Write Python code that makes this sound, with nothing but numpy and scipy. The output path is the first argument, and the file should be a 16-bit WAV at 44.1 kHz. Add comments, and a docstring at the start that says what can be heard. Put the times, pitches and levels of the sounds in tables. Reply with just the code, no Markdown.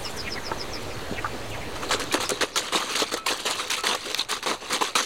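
"""Outdoors, snails simmer in a metal wok while birds chirp nearby; then a steel ladle shovels through the
shells. Clatter: damped sine grains and noise, in bursts shaped by the bowl's resonances, plus hard ticks and
knocks. Birds: hoarse falling whistles with a short echo. Simmer: filtered noise with rising bubble grains, fire
rumble, steam and spits. The simmer and rumble grow fainter from about 2 s on."""
import sys
import numpy as np
from scipy import signal
from scipy.fft import rfft, irfft, next_fast_len
from scipy.io import wavfile
from scipy.ndimage import uniform_filter1d, map_coordinates

SR = 44100
rng = np.random.default_rng(int(sys.argv[2]) if len(sys.argv) > 2 else 0)


def to_wav(sig):
    """Store sig (one row per channel, or 1-D mono) as 16-bit WAV at the path in sys.argv[1].

    Samples outside -1..1 are clipped; the rate is SR.
    """
    pcm = np.clip(np.atleast_2d(sig), -1, 1) * 32767
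    pcm = np.round(pcm).astype(np.int16)
    wavfile.write(sys.argv[1], SR, pcm.T)  # frames by channels


N = 222793
TOP_HZ = 15900
FADE_FROM_S, FADE_S = 2.05, 0.48  # fade start, time constant
SIMMER_DROP_DB = 12.5

# sharp shell ticks: start_s, relative_level_db, centre_hz
TICK_HITS = [(1.911, -20, 3460), (1.927, -15, 6000), (1.998, -10, 5830), (2.039, -14, 8400),
             (2.127, -8, 8200), (2.141, -0.5, 7500), (2.258, -14, 7760), (2.293, -1.5, 7650),
             (2.306, -4, 7700), (2.559, -4, 5160), (2.576, -1, 4120), (2.721, -26, 4000), (2.734, -8, 4300),
             (2.831, -20, 9500), (2.895, -15, 3430), (2.912, -20, 7540), (2.956, -10, 3470),
             (3.14, -7.5, 5900), (3.265, -6.5, 4000), (3.375, -18, 8300), (3.404, -16, 8000),
             (3.48, -20, 5030), (3.51, -6, 6150), (3.681, -18, 10800), (3.704, -0.5, 4450),
             (3.808, -15, 6540), (3.836, -12, 2440), (3.869, 1.5, 2740), (3.95, -7, 4760),
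             (4.101, -11, 4200), (4.115, -14, 5040), (4.146, 0.5, 3030), (4.249, -20, 3840),
             (4.294, -18, 9500), (4.314, -4, 7640), (4.428, -14, 3100), (4.463, -18, 2480),
             (4.731, -7, 5000), (4.81, -19, 2540), (4.955, -0.5, 3600), (4.982, -13, 7500),
             (5.03, -18, 5950)]
# single knocks on the bowl: start_s, relative_level_db, pitch_hz
KNOCK_HITS = [(.516, -20, 904), (.516, -20, 1306), (0.517, -24.5, 356), (1.113, -21, 195),
              (1.124, -21.5, 412), (1.245, -16, 1190), (1.258, -20.5, 1324), (1.946, -18.5, 430),
              (2.114, -22.5, 2400), (2.15, -15.5, 402), (2.319, -18, 405), (2.411, -21, 4050),
              (2.435, -16, 428), (2.559, -19.5, 1360), (2.757, -18, 4090), (3.021, -15.5, 446),
              (3.14, -18, 480), (3.283, -17, 2490), (3.455, -28, 835), (3.945, -22, 1140),
              (4.193, -16, 3830), (4.21, -16.5, 3880), (4.954, -18.5, 1260)]
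# steam spectrum: frequency_hz, relative_level_db
STEAM_SPECTRUM = [(3000, -28), (7000, 1), (11000, -5), (16000, -15)]


def amp(db):
    """Gain of a level in dB."""
    return 10 ** (np.asarray(db) / 20)


def unit(x):
    """x at rms 1."""
    return x / np.sqrt(np.mean(x ** 2) + 1e-20)


def along(points, hz):
    """Interpolate (Hz, value) points on a log frequency axis."""
    f, v = np.transpose(points)
    return np.interp(np.log(hz + 1), np.log(f + 1), v, left=v[0], right=v[-1])


def filtered(x, response):
    """x times a complex response of frequency."""
    m = next_fast_len(N + 8192)
    return irfft(rfft(x, m) * response(np.fft.rfftfreq(m, 1 / SR)), m)[..., :N]


def highpass(x, corner_hz):
    """Zero-phase fourth-power high-pass."""
    return filtered(x, lambda hz: hz ** 4 / (hz ** 4 + corner_hz ** 4))


def add(track, s, sound):
    """Mix a sound into the track from time s."""
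    part = track[round(s * SR):][:len(sound)]
    part += sound[:len(part)]


def patchy(x, patchy_db):
    """x with patches of random gain in time and pitch."""
    z = signal.stft(np.pad(x, (0, 512)), nperseg=512)[2]
    field = uniform_filter1d(rng.standard_normal(z.shape), 5, 0)
    field = uniform_filter1d(field, 8, 1)
    return signal.istft(z * amp(patchy_db * unit(field)), nperseg=512)[1][:N]


def rush(spectrum, patchy_db):
    """Patchy noise of rms 1 with a given spectrum."""
    noise = patchy(rng.standard_normal(N), patchy_db)
    return unit(filtered(noise, lambda hz: amp(along(spectrum, hz))))


def grains(family, spiky_db, rise=0, count=6000):
    """Damped sines at random moments, pitches and sizes, rms 1; rise bends each pitch upward."""
    centre_hz, octaves, rate_per_s, cycles = family
    gap, big = rng.exponential(size=(2, count))
    start_s = np.cumsum(gap) / rate_per_s
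    inside = start_s < N / SR
    pitch_hz = centre_hz * 2 ** (octaves * rng.standard_normal(count))
    pitch_hz = np.clip(pitch_hz, 150, 15000)[inside, None]
    t = np.arange(int(1.5 * cycles / centre_hz * SR)) / SR
    turns = pitch_hz * t
    decay = np.exp(-np.log(100) * turns / cycles)  # 40 dB down after these cycles
    ring = np.sin(2 * np.pi * turns * (1 + rise * turns / cycles)) * decay
    ring *= amp(spiky_db * np.minimum(big[inside, None], 3.5))
    at = (start_s[inside, None] * SR).astype(int) + np.arange(len(t))
    summed = np.bincount(at.ravel(), ring.ravel(), N + len(t))[:N]
    return unit(highpass(summed, centre_hz / 3))  # keep each family free of offset and deep bass


def faded(drop_db, fade_s):
    """Level in dB that sinks exponentially by drop_db from FADE_FROM_S on."""
    since_s = np.maximum(np.arange(N) / SR - FADE_FROM_S, 0)
    return -drop_db * (1 - np.exp(-since_s / fade_s))


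def shells():
    """Each ladle push sets shells colliding and sliding: a fast rise, a hold, a decay to rest."""
    # shovel bursts: start_s, hold_s, clack_level_db, boom_over_clack_db
    bursts = [(1.751, 0.012, -38.5, 0), (1.818, 0.03, -38, 1), (1.887, 0.015, -35.5, 5),
              (1.908, 0.034, -27.5, -3), (1.994, 0.029, -33.5, -4), (2.121, 0.036, -31.5, 0.5),
              (2.139, 0.0034, -26, 7.5), (2.198, .043, -30.5, -2.5), (2.292, 0.019, -33, -1.5),
              (2.408, 0.024, -27.5, 0), (2.558, 0.033, -26.5, -8.5), (2.6, 0.087, -36.5, -6),
              (2.722, 0.042, -29, -5), (2.746, 0.03, -28.5, -4.5), (2.784, 0.051, -38.5, 2.5),
              (2.894, .045, -33.5, -6.5), (2.951, 0.027, -29.5, -5), (2.982, 0.047, -27.5, -4.5),
              (3.058, 0.037, -39, -17), (3.113, 0.03, -31.5, -5), (3.162, 0.0042, -30.5, -8),
              (3.261, 0.066, -28, -7.5), (3.395, .008, -33.5, -3), (3.453, 0.03, -29.5, -2),
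              (3.493, 0.026, -29.5, -6.5), (3.583, 0.033, -34, -11), (3.699, 0.049, -27.5, -14),
              (3.764, 0.027, -32, -8.5), (3.835, 0.054, -31, -2.5), (3.863, 0.07, -30.5, -3.5),
              (3.945, 0.01, -32, 0.5), (4.048, 0.02, -36, -3), (4.105, .005, -36, 0.5),
              (4.17, 0.018, -33.5, -4.5), (4.181, 0.033, -32, -17), (4.286, 0.055, -29.5, -9.5),
              (4.4247, 0.021, -36.5, -8), (4.46, .055, -29.5, 2), (4.525, 0.021, -36.5, -1),
              (4.605, 0.13, -41.5, -4), (4.697, 0.068, -32, -3), (4.722, 0.024, -26, -19),
              (4.809, 0.016, -29.5, 1), (4.815, 0.04, -32, -9), (4.9518, 0.051, -26, -5.5),
              (5.024, 0.023, -32, -10)]
    # shells settling between bursts, before the family offsets: time_s, level_db
    tumble = [(1.65, -46), (2.0, -44), (2.35, -39), (2.66, -51), (2.71, -42), (2.85, -33), (3.22, -51.5),
              (3.37, -36), (3.44, -40.5), (3.6, -31.5), (3.68, -39.5), (3.9, -49), (4.02, -38.5),
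              (4.17, -36), (4.27, -54.5), (4.37, -33.5), (4.42, -50.5), (4.59, -49), (4.89, -32.5),
              (4.94, -48.5)]
    # stray clinks: centre_hz, spread_octaves, contacts_per_s, cycles_to_minus_40_db
    snap = (3600, .5, 90, 22)
    # small dry clicks: centre_hz, spread_octaves, contacts_per_s, cycles_to_minus_40_db
    flick = (7500, .5, 70, 6)
    # contact families, same columns
    clack, boom = (3400, .5, 1100, 10), (431, 0.51, 230, 3.36)
    clank, crisp = (1332, 0.42, 540, 6.5), (8000, .45, 2200, 10)
    strike_s, rise_s, decay_t60_s = 0.00084, 0.0056, 0.11
    clank_db, clank_per_boom_db = 2.53, 0.56
    crisp_db, crisp_per_clack_db = -2.5, 0.11  # harder bursts are crisper
    crisp_drop_db, crisp_fade_s = 6.0, 0.11
    shifting_db = 2.5  # resonances change as the shells roll

    power, t = np.zeros((4, N)), np.arange(SR // 4) / SR
    mean_db = np.mean(bursts, axis=0)[2]
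    for s, hold_s, db, boom_db in bursts:
        # a burst that opens on a tick or knock jumps up; any other swells
        struck = any(abs(hit[0] - s) < .007 for hit in TICK_HITS + KNOCK_HITS)
        rise = 1 - np.exp(-t / (strike_s if struck else rise_s))
        shape = rise * amp(-60 * np.maximum(t - hold_s, 0) / decay_t60_s)
        dulling_db = crisp_drop_db * (1 - np.exp(-t / crisp_fade_s))
        levels_db = (
            db,
            db + boom_db,
            db + clank_db + clank_per_boom_db * boom_db,
            db + crisp_db + crisp_per_clack_db * (db - mean_db) - dulling_db,
        )
        for row, level_db in zip(power, levels_db):
            add(row, s, (amp(level_db) * shape) ** 2)

    tumble_s, tumble_db = np.transpose(tumble)
    settling_db = np.interp(np.arange(N) / SR, tumble_s, tumble_db)
    settling = amp(settling_db + np.array([[-.5], [-9.], [-5.], [-7.]]))
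    envelopes = np.sqrt(power + settling ** 2)

    # the heap slips unevenly
    jolts = amp(0.51 * map_coordinates(rng.standard_normal(N // 200 + 4), [np.arange(N) / 200]))
    sound = 0.29 * envelopes[0] * grains(snap, spiky_db=-2.0, count=600)
    sound += amp(-9.5) * envelopes[3] * grains(flick, spiky_db=2.0, count=600)
    for envelope, family in zip(envelopes, (clack, boom, clank, crisp)):
        centre_hz, octaves = family[:2]
        contacts = grains(family, spiky_db=-0.5, count=14000)
        scrape = filtered(
            rng.standard_normal(N),
            lambda hz: np.exp(-(np.log2((hz + 1) / centre_hz) / octaves) ** 2 / 4))
        # sliding fills in between contacts
        heap = patchy(contacts + .4 * unit(scrape), shifting_db)
        sound = sound + envelope * unit(jolts * filtered(heap, bowl))
    return sound


def bowl(hz):
    """The wok's resonances lift nearby frequencies, on top of the clatter's overall tone."""
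    # bowl resonances: centre_hz, width_hz, level_db
    modes = [(427.5, 8.1, 7), (503.8, 10.7, 8), (1130, 230, -4), (1275, 17, -2.5), (2665, 31, -2),
             (4040, 110, -8), (4240, 1500, -4), (6170, 850, 7)]
    # overall tone of the clatter: frequency_hz, gain_db
    tone = [(1500, 4), (4500, 4), (5300, -6.5), (9000, 0.5), (16000, -9.5)]
    resonance = 1
    for c, w, db in modes:
        resonance = resonance + amp(db) * 1j * hz * w / (c * c - hz * hz + 1j * hz * w)
    return amp(along(tone, hz)) * resonance


def ticks():
    """Hard shell on shell: a noise crack and many high modes that die within milliseconds."""
    track, t = np.zeros(N), np.arange(SR // 50) / SR
    ring_t60_s, crack_t60_s = 0.013, .006
    for s, db, hz in TICK_HITS:
        modes_hz = hz * 2 ** (0.5 * rng.standard_normal((40, 1)))
        phase = 2 * np.pi * rng.random(modes_hz.shape)
        ring = (np.sin(2 * np.pi * modes_hz * t + phase) * (modes_hz < TOP_HZ)).sum(axis=0)
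        add(track, s, amp(db - 25.0 - 60 * t / ring_t60_s) * ring)
        add(track, s, amp(db - 14 - 60 * t / crack_t60_s) * rng.standard_normal(len(t)))
    return filtered(track, lambda hz: 1 / (1 + 1j * hz / 11000) ** 2)


def knocks():
    """Single shells or the ladle hit the bowl as decaying modes; the ladle also rings free."""
    # ladle modes: pitch_hz, relative_level_db, t60_s
    ladle = [(1310, -0.5, 0.33), (2510, -12, 0.39), (2600, -11, 0.17), (8800, -10, 0.052)]
    # free rings of the ladle: start_s, relative_level_db
    pings = [(3.177, -31.5), (3.778, -30.5)]
    t60_at_1khz_s, t60_power = 0.047, 0.15  # higher knocks ring shorter
    track, t = np.zeros(N), np.arange(SR // 2) / SR
    for s, db, hz in KNOCK_HITS:
        t60_s = t60_at_1khz_s * (1000 / hz) ** t60_power
        if hz > 3000:  # several shells at once: a tight cluster of modes
            spread, phase = rng.random((2, 9, 1))
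            modes_hz = hz * 2 ** (0.39 * (spread - .5))
            tone = np.sin(2 * np.pi * (modes_hz * t + phase)).sum(axis=0) / 2
        else:
            tone = np.sin(2 * np.pi * hz * t)
            tone += .5 * np.sin(2 * np.pi * 1.214 * hz * t)
            tone += 0.39 * np.sin(2 * np.pi * .72 * hz * t)
        add(track, s, amp(db - 60 * t / t60_s) * tone * (1 - np.exp(-t / 0.00034)))
    for s, db in pings:
        ring = sum(amp(level_db - 60 * t / t60_s) * np.sin(2 * np.pi * hz * t)
                   for hz, level_db, t60_s in ladle)
        add(track, s, amp(db) * ring * (1 - np.exp(-t / 0.0025)))
    return track


def birds():
    """Falling whistles, their amplitude ever rougher through the note, smeared by echoes off leaves."""
    # lower birds: start_s, length_s, start_hz, relative_level_db
    chirps = [(0.037, 0.05, 3180, -34.5), (0.243, 0.046, 2620, -28), (0.253, 0.03, 3340, -31),
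              (0.354, 0.037, 2315, -30.5), (0.752, 0.034, 2500, -34.5), (0.896, 0.028, 2740, -35.5),
              (1.151, 0.043, 3040, -32), (1.168, .026, 2414, -25), (1.494, .05, 3150, -39.5),
              (1.529, 0.036, 2290, -32.5), (1.607, 0.032, 2495, -32.5)]
    # high bird's note: length_s, start_hz, end_hz, glide_bend
    song = (.055, 6600, 4950, 2.1)
    # high bird's calls: start_s, relative_level_db
    notes = [(0.027, -32), (0.159, -31.5), (0.293, -32), (0.433, -32.5), (0.573, -33.5), (0.714, -33.5),
             (.875, -44), (2.225, -36), (2.511, -41)]
    end_over_start, chirp_bend = .8, 1.23  # bend 1 = straight glide
    echo_t60_s = 0.063
    track = np.zeros(N)
    hoarse = unit(filtered(rng.standard_normal(N), lambda hz: np.exp(-(hz / 450) ** 2)))
    lower = [(s, length_s, hz, end_over_start * hz, chirp_bend, db) for s, length_s, hz, db in chirps]
    high = [(s, *song, db) for s, db in notes]
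    for s, length_s, start_hz, end_hz, bend, db in lower + high:
        u = np.linspace(0, 1, int(length_s * SR))
        hz = end_hz + (start_hz - end_hz) * (1 - u) ** bend
        swell = np.sqrt(np.abs(np.sin(np.pi * u)))
        flutter = 0.55 + 1.5 * u * hoarse[round(s * SR):][:len(u)]
        add(track, s, amp(db) * swell * flutter * np.sin(2 * np.pi * np.cumsum(hz) / SR))
    t = np.arange(SR // 8) / SR
    leaves = rng.standard_normal(len(t)) * amp(-60 * t / echo_t60_s)
    echo = signal.fftconvolve(track, leaves / np.linalg.norm(leaves))[:N]
    return 0.59 * track + 0.7 * echo


def simmer():
    """Sauce bubbles rise in pitch and hiss over the fire's low rumble; steam spits and a puff dies away."""
    # fire spectrum: frequency_hz, relative_level_db
    rumble = [(12, -30), (22, -3.5), (45, -9), (110, -5), (200, -16), (300, -58)]
    # sauce spectrum: frequency_hz, relative_level_db
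    sauce_spectrum = [(100, -72), (200, -1), (420, 2.5), (850, -2.5), (2500, -10.5), (4000, -16.5),
                      (7000, -21), (16000, -31.5)]
    sauce_db, rumble_db, rumble_drop_db = -37, -41.5, 15.5
    hiss_hz, hiss_drop_db = 6000, 25  # the treble sinks this much further
    steam_db, steam_fade_db_per_s = -48, 33
    # grain families: centre_hz, spread_octaves, grains_per_s, cycles_to_minus_40_db
    bubbles = grains((543, 0.786, 120, 19.8), spiky_db=1.5, rise=0.4, count=1000)
    fizz = grains((13000, 0.46, 110, 2.2), spiky_db=0, count=500)
    sauce = rush(sauce_spectrum, patchy_db=2) + .4 * bubbles + .04 * fizz
    hiss = highpass(sauce, hiss_hz)
    sauce = sauce - hiss + amp(faded(hiss_drop_db, FADE_S)) * hiss
    sauce = amp(sauce_db + faded(SIMMER_DROP_DB, FADE_S)) * sauce
    fire = amp(rumble_db + faded(rumble_drop_db, FADE_S)) * rush(rumble, patchy_db=1.5)
    steam_level_db = steam_db - steam_fade_db_per_s * np.arange(N) / SR
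    steam = amp(steam_level_db) * rush(STEAM_SPECTRUM, patchy_db=5.0)
    return sauce + fire + steam + spits()


def spits():
    """Short soft puffs of steam: noise under Gaussian envelopes."""
    # steam spits from the sauce: start_s, relative_level_db
    puffs = [(0.0518, -42), (0.0994, -35), (0.1635, -32), (0.8194, -36), (1.4965, -35)]
    half_s = 0.009
    t = np.arange(N) / SR
    envelope = sum(amp(db - 10.5) * np.exp(-((t - s - half_s) / half_s) ** 2) for s, db in puffs)
    return envelope * rush(STEAM_SPECTRUM, patchy_db=3.0)


def side_hiss():
    """Faint treble noise, opposite in the two channels, that fades with the simmer."""
    level_db = -66.5 + faded(SIMMER_DROP_DB, FADE_S)
    return amp(level_db) * rush([(7000, -29), (10000, -13), (16000, -9)], patchy_db=-5)


def scene():
    """All sources sit in both channels alike, the clatter without deep bass, but for the side hiss."""
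    clatter = highpass(shells() + ticks() + knocks(), 150)
    mid = clatter + birds() + simmer()
    side = side_hiss()
    return np.array([mid + side, mid - side])


def record(dry):
    """Round off peaks, band-limit, add a small offset in each channel that shrinks after about 2 s."""
    offset_lr, offset_drop_db, offset_fade_s = (.011, .0148), 16, .25
    rounded = dry / (1 + np.abs(dry / .42) ** 4) ** (1 / 4)
    offset = np.outer(offset_lr, amp(faded(offset_drop_db, offset_fade_s)))
    return filtered(rounded, lambda hz: hz < TOP_HZ) + offset


dry = scene()
out = record(dry)
to_wav(out)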